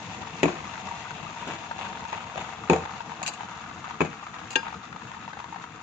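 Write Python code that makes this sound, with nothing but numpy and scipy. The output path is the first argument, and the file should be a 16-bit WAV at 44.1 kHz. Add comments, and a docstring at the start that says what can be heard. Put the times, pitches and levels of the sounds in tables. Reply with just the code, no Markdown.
"""Coconut milk boiling in a pan

Coconut milk boils close by in a wide metal pan in a small kitchen: shaped noise gives the low rumble,
swarms of decaying sines the bubbles and foam, and the foam surges when a clump of rice goes in.
Three heavy knocks thump and rattle, as modes and noise bursts; a utensil scuffs metal and strikes
it once. Resonances of the pan's bowl, diffuse reflections and two microphones colour the sound."""
import sys
import numpy as np
from scipy import signal
from scipy.fft import rfft, irfft, next_fast_len
from scipy.io import wavfile
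from scipy.ndimage import map_coordinates

SR = 44100
rng = np.random.default_rng(int(sys.argv[2]) if len(sys.argv) > 2 else 0)


def materialize(psi):
    """Save the field psi as 16-bit PCM at rate SR to the path in sys.argv[1].

    A 1-D psi becomes a single channel; in a 2-D psi each row is a channel.
    """
    bounded = np.clip(np.atleast_2d(psi).T, -1, 1)
    quanta = np.round(bounded * 32767).astype(np.int16)
    wavfile.write(sys.argv[1], SR, quanta)


N = 256970  # length in samples


def amp(db):
    """Level: decibels to amplitude gain."""
    return 10 ** (np.asarray(db) / 20)


def unit(x):
    """Normalization: x scaled to rms 1."""
    return x / np.sqrt(np.mean(x ** 2) + 1e-20)


def along(points, hz):
    """Interpolation of (Hz, value) points on a logarithmic frequency axis."""
    f, v = np.transpose(points)
    return np.interp(np.log(hz + 1), np.log(f + 1), v)


def fade(t, t60):
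    """Exponential decay: amplitude 60 dB down after t60."""
    return np.exp(-np.log(1000) * t / t60)


def wobble(rate):
    """Random modulation: a smooth curve through `rate` random knots a second."""
    knots = rng.standard_normal(N // 100)
    return map_coordinates(knots, [np.arange(N) * rate / SR], mode="wrap")


def filtered(x, gain):
    """Linear filtering: the spectrum of x times a gain that depends on frequency."""
    m = next_fast_len(N + SR // 2)
    return irfft(rfft(x, m) * gain(np.fft.rfftfreq(m, 1 / SR)), m)[..., :N]


def coloured(x, spectrum):
    """Spectral shaping: x filtered by (Hz, dB) points, then brought to rms 1."""
    return unit(filtered(x, lambda hz: amp(along(spectrum, hz))))


def add(track, s, sound):
    """Superposition: mix a sound into the track at time s in seconds."""
    part = track[:, round(s * SR):][:, :sound.shape[1]]
    part += sound[:, :part.shape[1]]


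# Likeness of the sound at the two microphones. Each row: frequency in Hz, left-right correlation.
LIKENESS = [(60, 0.95), (290, 0.98), (640, 0.46), (1400, 0.18), (3100, 0.17), (7000, .03)]


def stereo_angle(hz):
    """Spatial coherence: half the angle whose cosine is the left-right correlation at hz."""
    return np.arccos(np.clip(along(LIKENESS, hz), -1, 1)) / 2


def spread(pair, spectrum):
    """Diffuse field: two unrelated signals blended to stereo, alike in the bass, apart in the treble."""
    def gains(hz):
        angle = stereo_angle(hz)
        return amp(along(spectrum, hz)) * [np.cos(angle), np.sin(angle)]

    mid, side = filtered(pair, gains)
    return unit(np.array([mid + side, mid - side]))


def noise(spectrum):
    """Broadband excitation: coloured stereo noise of rms 1."""
    return spread(rng.standard_normal((2, N)), spectrum)


def bursts(rows, attack):
    """Transient envelope: quick rises that decay, summed as power, from rows (s, dB, t60 s)."""
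    power, t = np.zeros((1, N)), np.arange(SR // 2) / SR
    rise = 1 - np.exp(-t / attack)
    for s, db, t60 in rows:
        envelope = amp(db) * fade(t, t60) * rise
        add(power, s, envelope[None] ** 2)
    return np.sqrt(power)


def ring(modes, attack, scatter_db, count=SR // 2):
    """Modal ringing: one blow starts damped (Hz, dB, t60 s) modes, with alternating signs."""
    t = np.arange(count) / SR
    sound = np.zeros((2, count))
    for k, (hz, db, t60) in enumerate(modes):
        size, side = rng.standard_normal(2)
        # higher modes reach the two microphones further out of step
        skew = np.sign(side) * stereo_angle(hz)
        wave = np.sin(2 * np.pi * hz * t + np.array([[skew], [-skew]]))
        sound += (-1) ** k * amp(db + scatter_db * size) * fade(t, t60) * wave
    return sound * (1 - np.exp(-t / attack))


def bubbles(rate, low_hz, high_hz, cycles, size_db, lag, count):
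    """Bubble resonance: `rate` bursts a second, each a sine that is 60 dB down after `cycles` turns.

    lag is the greatest delay in seconds between microphones; count is the samples per bubble."""
    draws = rng.random((int(rate * N / SR), 5))
    when, pitch, size, place, sign = draws.T[:, :, None]
    hz = low_hz * (high_hz / low_hz) ** pitch
    scatter = amp(-size_db * np.log(np.maximum(1 - size, .01)))
    # strength in proportion to pitch makes the swarm about white between its limits
    strength = np.sign(sign - .5) * hz * scatter
    index = (when * N).astype(int) + np.arange(count)
    pair = []
    for way in (-1, 1):
        delay = lag * (.5 + way * (place - .5))
        turns = hz * np.maximum(np.arange(count) / SR - delay, 0)
        waves = strength * fade(turns, cycles) * np.sin(2 * np.pi * turns)
        pair.append(np.bincount(index.ravel(), waves.ravel())[:N])
    return unit(np.array(pair))


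# Reverberation of the small kitchen. Each row: frequency in Hz, t60 in seconds.
KITCHEN_DECAY = [(150, 0.13), (1000, 0.28), (4000, 0.46), (12000, 0.31)]


def kitchen(x):
    """Diffuse reverberation: reflections as noise whose decay time depends on frequency."""
    wet, step = np.zeros((2, N)), SR // 3
    for start in range(0, N, step):  # each third of a second finds new paths
        hz, t, z = signal.stft(rng.standard_normal((2, SR // 2)), SR, nperseg=256)
        angle = stereo_angle(hz)[:, None]
        z = z * fade(t, along(KITCHEN_DECAY, hz)[:, None]) * [np.cos(angle), np.sin(angle)]
        mid, side = signal.istft(z, SR, nperseg=256)[1]
        tail = np.array([mid + side, mid - side])
        tail = tail / np.linalg.norm(tail[0])
        add(wet, start / SR, signal.fftconvolve(x[:, start:start + step], tail, axes=1))
    return wet


RUMBLE_DB, RUMBLE_FALL_DB_PER_S, RUMBLE_SWAY_DB = -46.5, 0.5, 2.4
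# Spectrum of the rumble. Each row: frequency in Hz, relative density in dB per Hz.
RUMBLE_SPECTRUM = [(20, -36), (40, -37), (62, -6), (85, -0.5), (115, -0.5), (170, 3), (230, 0.5),
                   (275, -6.5), (330, -2.5), (390, -15.5), (450, -3), (600, -20.5), (1200, -34)]


def rumble(t):
    """Low-frequency boiling noise: the heated pan bottom rumbles unsteadily and slowly ebbs."""
    level = RUMBLE_DB - RUMBLE_FALL_DB_PER_S * t + RUMBLE_SWAY_DB * wobble(rate=22)
    return amp(level) * noise(RUMBLE_SPECTRUM)


FIZZ_DB, FIZZ_FALL_DB_PER_S = -46, 1.31
FIZZ_HISS_DB = 0  # hiss against fine bubbles
# Spectrum of the foam. Each row: frequency in Hz, relative density in dB per Hz.
FIZZ_SPECTRUM = [(500, -26), (1000, -1.5), (1700, 1), (2500, 0), (3050, -4.5), (3600, -1.5), (4700, -8),
                 (6000, -9), (15000, -15.5)]


def fizz(t, flurry):
    """Collective emission: tiny bubbles of the foam merge with hiss, slowly ebbing."""
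    fine = bubbles(rate=1600, low_hz=1200, high_hz=11900, cycles=11, size_db=2.8, lag=0.000504, count=160)
    foam = unit(coloured(fine, FIZZ_SPECTRUM) + amp(FIZZ_HISS_DB) * noise(FIZZ_SPECTRUM))
    return amp(FIZZ_DB - FIZZ_FALL_DB_PER_S * t + 1.6 * flurry) * foam


BUBBLING_DB, CALM_FROM_S, CALM_DB_PER_S = -46, 3.3, 1.5


def bubbling_level(s):
    """Heat balance: the level in dB holds, then falls as the cold rice draws heat from the milk."""
    return BUBBLING_DB - CALM_DB_PER_S * np.maximum(s - CALM_FROM_S, 0)


THIN_FROM_S, THIN_OVER_S = 2.11, 2  # the bubbles grow fewer and higher in pitch
FLURRY_DB = 1.1
# Early and late bubbling spectra. Each row: frequency in Hz, relative density in dB per Hz.
BUBBLING_EARLY = [(300, -18), (550, -10.5), (680, -2), (930, -0.5), (1150, -4), (1700, -11), (2600, -13),
                  (3600, -21.5), (5500, -24)]
BUBBLING_THINNED = [(300, -15), (560, -13), (720, 0), (930, -1.5), (1250, 5), (1700, -3), (2600, -17.5),
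                    (3600, -25.5), (5500, -36.5)]


def bubbling(t, flurry):
    """Bubble resonance: a dense swarm crossfades at equal power into a sparser one, in flurries."""
    dense = bubbles(rate=1500, low_hz=486, high_hz=4500, cycles=4.6, size_db=2, lag=0.00019, count=400)
    sparse = bubbles(rate=900, low_hz=435, high_hz=4100, cycles=7.1, size_db=0.5, lag=0.00021, count=400)
    thinned = np.clip((t - THIN_FROM_S) / THIN_OVER_S, 0, 1)
    early = np.sqrt(1 - thinned) * coloured(dense, BUBBLING_EARLY)
    late = np.sqrt(thinned) * coloured(sparse, BUBBLING_THINNED)
    return amp(bubbling_level(t) + FLURRY_DB * flurry) * (early + late)


SLOSH_RISE_S, SLOSH_T60_S = 0.007, 0.44
# The rice lands. The row: start in seconds, level in dB, t60 in seconds.
RICE_LANDING = (1.466, -35.5, .35)
# Wet rice meeting the milk. Each row: frequency in Hz, relative density in dB per Hz.
PLOP_SPECTRUM = [(120, -19), (300, 6), (480, -5.5), (800, -13.5), (2000, -22), (6000, -31), (15000, -24)]
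# The milk washes and hisses round the sinking rice. Each row: start in seconds, level in dB.
SURGES = [(1.405, -39.5), (1.468, -32.5), (1.794, -35), (2.121, -36.5), (2.367, -34.5)]
# Surging foam. Each row: frequency in Hz, relative density in dB per Hz.
WASH_SPECTRUM = [(150, -17), (320, -7.5), (550, 1.5), (950, 3.5), (1400, 0.5), (2600, -2.5), (3600, -4.5),
                 (5000, -18.5), (15000, -2.5)]


def sloshes():
    """Impact and collective bursting: the rice plops softly, and crowds of bubbles surge in the foam."""
    crowd = bubbles(rate=1500, low_hz=234, high_hz=9300, cycles=4.1, size_db=-1.0, lag=0.00023, count=500)
    surges = bursts([(s, db, SLOSH_T60_S) for s, db in SURGES], attack=SLOSH_RISE_S)
    plop = bursts([RICE_LANDING], attack=0.0086) * noise(PLOP_SPECTRUM)
    return plop + surges * coloured(crowd, WASH_SPECTRUM)


# further bubbles at random: rate, level over the bubbling with its full range, middle pitch
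RANDOM_PER_S, RANDOM_OVER_DB, RANDOM_RANGE_DB, RANDOM_HZ = 45, 11, 9, 1100
CAVITY_DB, CAVITY_T60_S, CAVITY_ATTACK_S = 3.5, .02, .0015
SNAP_DB, RANDOM_SNAP_DB, SNAP_T60_S, SNAP_ATTACK_S = -5, -2, .017, .0006
# Single bubble pops, loud and faint. Each row: start in seconds, level in dB before the cavity and
# snap offsets, pitch in Hz.
SINGLE_POPS = [(0.912, -26.5, 960), (1.425, -30, 960), (1.535, -30, 1030), (1.712, -26, 920),
               (1.789, -22.5, 830), (2.007, -32, 960), (2.051, -27, 920), (2.128, -21, 890),
               (2.177, -26.5, 890), (2.358, -23.5, 635), (2.377, -25, 720), (2.501, -34, 910),
               (2.822, -30, 942), (2.858, -26, 970), (2.911, -39.5, 960), (3.005, -26.5, 930),
               (3.118, -27.5, 970), (3.217, -26, 750), (3.407, -26.5, 867), (3.676, -42, 1240),
               (3.842, -29, 1180), (3.908, -27, 984), (3.942, -30, 1220), (4.189, -45, 1200),
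               (4.231, -37, 930), (4.267, -27.5, 1230), (4.391, -34, 1200), (4.441, -35, 890),
               (4.63, -28.5, 950), (4.666, -26.5, 890), (4.681, -25, 880), (4.742, -27, 1250),
               (4.836, -34, 1200), (4.927, -26, 1370), (5.019, -31, 970), (5.115, -28, 1000),
               (5.168, -32, 930), (5.278, -28.5, 925), (5.37, -31, 796), (5.422, -37, 942),
               (5.442, -27.5, 990), (5.525, -31.5, 877), (5.64, -27.5, 1000)]
# A bubble's snapping skin. Each row: frequency in Hz, relative density in dB per Hz.
SNAP_SPECTRUM = [(400, -9.5), (750, 0.5), (1300, 2), (2000, 0), (2700, -9.5), (4000, -11), (6000, -22.5),
                 (15000, -29.5)]


def pops():
    """Cavity resonance: a bubble's skin snaps as noise while its cavity swells into a brief note."""
    random_pops = []
    for when, size, pitch in rng.random((int(RANDOM_PER_S * N / SR), 3)):
        s = when * N / SR
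        db = bubbling_level(s) + RANDOM_OVER_DB + RANDOM_RANGE_DB * (size - .5)
        random_pops.append((s, db, RANDOM_HZ * 2 ** (pitch - .5)))
    notes = np.zeros((2, N))
    for s, db, hz in list(SINGLE_POPS) + random_pops:
        cavity = [(hz, CAVITY_DB, CAVITY_T60_S)]
        add(notes, s, amp(db) * ring(cavity, attack=CAVITY_ATTACK_S, scatter_db=2, count=1500))
    snaps = [(s, db + SNAP_DB, SNAP_T60_S) for s, db, _ in SINGLE_POPS]
    snaps += [(s, db + RANDOM_SNAP_DB, SNAP_T60_S) for s, db, _ in random_pops]
    return notes + bursts(snaps, attack=SNAP_ATTACK_S) * noise(SNAP_SPECTRUM)


# Resonances of the air in the bowl. Each row: centre in Hz, width in Hz, gain in dB.
BOWL_RESONANCES = [(758, 52, -3.5), (931, 41, 2), (1220, 90, -7), (1465, 43, -25), (2690, 200, -0.5),
                   (3506, 160, -10)]


def pan(x):
    """Cavity resonance: the direct sound plus band-pass ringing of the air in the pan's bowl."""
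    def response(f):
        total = 1
        for hz, width, db in BOWL_RESONANCES:
            damping = 1j * f * width
            total = total + amp(db) * damping / (hz * hz - f * f + damping)
        return total

    return filtered(x, response)


SCUFF_T60_S, SCUFF_GRIT_DB, SCUFF_RING_DB = 0.044, -1.5, -5.5
# Scuffs. Each row: start in seconds, grit in dB before the mix gains, pan's hollow in dB.
SCUFF_CONTACTS = [(3.228, -25, -33), (3.2615, -24.5, -40), (3.269, -21, -40), (3.2768, -18.5, -38),
                  (3.282, -26.5, -33), (3.2905, -32, -33), (3.336, -34, -45), (4.505, -29, -52),
                  (4.513, -31.5, -53), (4.529, -30.5, -43)]
# Grit, and the scuffed pan's body. Each row: frequency in Hz, relative density in dB per Hz.
SCRAPE_SPECTRUM = [(400, -14), (1500, -2), (2000, -1), (2700, 6.5), (3400, 0.5), (4400, 0.5), (5500, -5),
                   (7300, 6), (15000, 4)]
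HOLLOW_SPECTRUM = [(400, -27.5), (650, -6), (920, 1), (1100, -5), (1600, -16.5), (2500, -26.5)]
# The scuffed utensil's own modes. Each row: frequency in Hz, relative level in dB, t60 in seconds.
HANDLE_MODES = [(2480, 0.5, .05), (2594, -1.5, 0.047), (2820, 4.5, 0.033), (3980, 0.5, 0.098),
                (4550, 2, 0.06), (4930, 3, 0.046), (6800, -3, 0.048), (7590, 6, 0.023)]


def scuffs():
    """Friction excitation: ragged grit drives the utensil's modes and the hollow of the pan."""
    envelope = bursts([(s, db, SCUFF_T60_S) for s, db, _ in SCUFF_CONTACTS], attack=0.00036)
    grit = envelope * noise(SCRAPE_SPECTRUM) * amp(2.9 * wobble(rate=790))
    handle = ring(HANDLE_MODES, attack=0.00013, scatter_db=1)
    stirred = signal.fftconvolve(grit, handle / np.linalg.norm(handle[0]), axes=1)[:, :N]
    hollow = bursts([(s, db, .1) for s, _, db in SCUFF_CONTACTS], attack=0.0016) * noise(HOLLOW_SPECTRUM)
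    return amp(SCUFF_GRIT_DB) * grit + amp(SCUFF_RING_DB) * stirred + hollow


CLACK_DB = -3  # the dry contact against the strike's level
# The utensil's strike. Each row: start in seconds, level in dB.
STRIKES = [(4.5561, -18)]
# The struck metal. Each row: frequency in Hz, relative level in dB, t60 in seconds.
METAL_MODES = [(280, -9.5, 0.087), (374, -10, 0.1), (492, -8, 0.09), (857, -8, 0.085), (910, -8.5, 0.19),
               (1612, -1.5, 0.09), (1832, -5, 0.057), (2413, -6.5, 0.064), (2768, 10.5, 0.039),
               (2810, -21.5, .19), (2900, 0, 0.022), (3110, -2.5, 0.016), (3440, -2, 0.036),
               (3830, -21, 0.027), (3870, -16, .04), (4010, -15, 0.035), (4950, -18, 0.18),
               (6360, -16, 0.05), (6720, -28, 0.17)]
# Steel meeting steel. Each row: frequency in Hz, relative density in dB per Hz.
CLICK_SPECTRUM = [(200, -9.5), (900, 14.5), (1300, -2), (2100, -1), (3000, 1), (4300, 14), (5600, -3),
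                  (7000, 2.5), (15000, -9.5)]


def clank():
    """Impact excitation: one dry clack sets the modes of the metal ringing, a little to the left."""
    track = np.zeros((2, N))
    left_right_db = np.array([[1.2], [-1.2]])
    for s, db in STRIKES:
        add(track, s, amp(db + left_right_db) * ring(METAL_MODES, attack=0.0015, scatter_db=2))
    clack = bursts([(s, db + CLACK_DB, .042) for s, db in STRIKES], attack=0.0013)
    return track + clack * noise(CLICK_SPECTRUM)


BODY_DB, CHATTER_DB = -5.5, -10.5  # dull body against the thump; after-chatter against the rattle
RIM_SCATTER_DB = 1
# Contacts of three heavy knocks, each landing and bouncing. Each row: start in seconds, thump, shove,
# rattle, rim and crack in dB, share of the free ringing time, tilt of the thump in dB per octave.
KNOCK_CONTACTS = [(0.431, -19.5, -0.5, -14.5, -13, -11, 0.84, 2),
                  (.438, -30, -11, -27, -18.5, -19.5, 1.2, 2),
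                  (0.4552, -25.5, -23, -22, -21, -25, 0.63, -5),
                  (0.482, -31, -22, -25.5, -25, -40, 1.3, -3.5), (0.554, -49, -35, -38, -41, -36, 1.1, 1),
                  (2.6979, -18.5, -3, -14, -12, -15, 1.22, 0.5),
                  (2.71, -26, -15.5, -23.5, -28, -27.5, 1.3, -6),
                  (2.7318, -22.5, -17.5, -19.5, -18, -20.5, 0.72, 3.5),
                  (2.761, -37.5, -28, -26.5, -31, -30.5, 1, -5),
                  (4.0054, -28, -7, -15.5, -13, -37, 0.37, 5.5),
                  (4.015, -26, -6.5, -17.5, -18, -36, 0.95, -6),
                  (4.049, -45.5, -40, -29, -35, -41, 0.53, -7)]
# Modes of the stove, of the quickly damped shove at each contact, and of the pan's jolted rim.
# Each row: frequency in Hz, relative level in dB, t60 in seconds (for the stove, of free ringing).
STOVE_MODES = [(84, -20, 0.35), (161.2, -4.5, 0.2), (191, -11, 0.2), (248, -10, 0.13), (285.6, -2.5, 0.17),
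               (343, 3.5, 0.14), (370, -1.5, 0.088), (445.4, -1.5, 0.17), (499, -6.5, 0.18),
               (640, -30, 0.6), (774, -17, 0.69), (898, -3.5, 0.095)]
SHOVE_MODES = [(370, -1.5, 0.017), (694, -10, 0.0066), (932, -14, 0.018)]
RIM_MODES = [(2286, -15.5, 0.069), (2493, -5.5, 0.026), (2587, -5.5, 0.02)]
# Dull body, loose parts and hard contact. Each row: frequency in Hz, relative density in dB per Hz.
THUMP_SPECTRUM = [(40, -55), (90, -27), (160, 4), (350, -2.5), (520, -6), (800, -8.5), (1500, -32)]
RATTLE_SPECTRUM = [(100, -3), (400, 2.5), (650, 8), (950, 6.5), (1400, -1.5), (1900, -6), (2500, -8.5),
                   (3000, -14), (3900, -15), (5300, -29), (7000, -22), (15000, -55)]
CRACK_SPECTRUM = [(150, -2.5), (450, -10), (900, 6.5), (1300, 0), (1900, 9.5), (3000, 2.5), (4000, -0.5),
                  (5600, -13.5), (7000, -3), (15000, -0.5)]


def knocks():
    """Modal excitation: contacts crack, shove and thump the stove, ring the rim and rattle loose parts."""
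    times, thump_db, shove_db, rattle_db, rim_db, crack_db, share, tilt = np.transpose(KNOCK_CONTACTS)
    # noise stands for the many duller modes
    body = bursts(zip(times, thump_db + BODY_DB, 0.26 * share), attack=0.009) * noise(THUMP_SPECTRUM)
    for s, thump, shove, rim, length, slope in zip(times, thump_db, shove_db, rim_db, share, tilt):
        stove = [(hz, db + slope * np.log2(hz / 300), t60 * length) for hz, db, t60 in STOVE_MODES]
        add(body, s, amp(thump) * ring(stove, attack=0.00091, scatter_db=1.2))
        add(body, s, amp(shove) * ring(SHOVE_MODES, attack=0.00093, scatter_db=4))
        add(body, s, amp(rim) * ring(RIM_MODES, attack=0.00036, scatter_db=RIM_SCATTER_DB))
    rattle = bursts([(s, db, .035) for s, db in zip(times, rattle_db)], attack=0.00045)
    chatter = bursts(zip(times, rattle_db + CHATTER_DB, 0.19 * share), attack=0.02)
    chatter = chatter * amp(1.2 * wobble(rate=420))  # ragged
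    loose = (rattle + chatter) * noise(RATTLE_SPECTRUM)
    crack = bursts([(s, db, .02) for s, db in zip(times, crack_db)], attack=0.00075) * noise(CRACK_SPECTRUM)
    # thin panels radiate little deep bass
    highpass = signal.butter(2, 72, "high", fs=SR, output="sos")
    return signal.sosfilt(highpass, body + loose + crack)


LIQUID_ROOM_DB, KNOCK_ROOM_DB, UTENSIL_ROOM_DB = -8.5, -11.5, -15.5  # sent to the kitchen


def scene():
    """Superposition: the liquid resonates in the pan, and the kitchen answers all but the rumble."""
    t = np.arange(N) / SR
    flurry = wobble(rate=48)  # shared by bubbles and foam
    low = rumble(t)
    liquid = pan(fizz(t, flurry) + bubbling(t, flurry) + sloshes() + pops())
    clinks = scuffs() + clank()
    thuds = knocks()
    sent = amp(LIQUID_ROOM_DB) * liquid + amp(KNOCK_ROOM_DB) * thuds + amp(UTENSIL_ROOM_DB) * clinks
    return low + liquid + thuds + clinks + kitchen(sent)


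TOP_HZ = 15650  # nothing passes from here up
# The microphones' response with the resonance of their ports. Each row: frequency in Hz, gain in dB.
PORT_RESPONSE = [(5600, 0.5), (6800, 7.5), (7450, 0), (8100, -17), (10000, -25), (15000, -33.5)]
# Balance of the microphones. Each row: frequency in Hz, left minus right in dB.
LEFT_MINUS_RIGHT = [(60, -0.5), (200, 5), (400, 0.5), (700, 5), (1300, 4.5), (2400, 9), (3300, 8),
                    (4800, -1.5), (6800, 3), (14000, -6.5)]


def record(dry):
    """Transduction: ports colour and mostly favour the left; saturation rounds the strongest peaks."""
    def response(hz):
        balance = np.outer([.5, -.5], along(LEFT_MINUS_RIGHT, hz))
        return amp(along(PORT_RESPONSE, hz) + balance)

    heard = filtered(dry, response)
    rounded = heard / (1 + np.abs(heard / .9) ** 4) ** (1 / 4)
    return filtered(rounded, lambda hz: hz < TOP_HZ)


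dry = scene()
out = record(dry)
materialize(out)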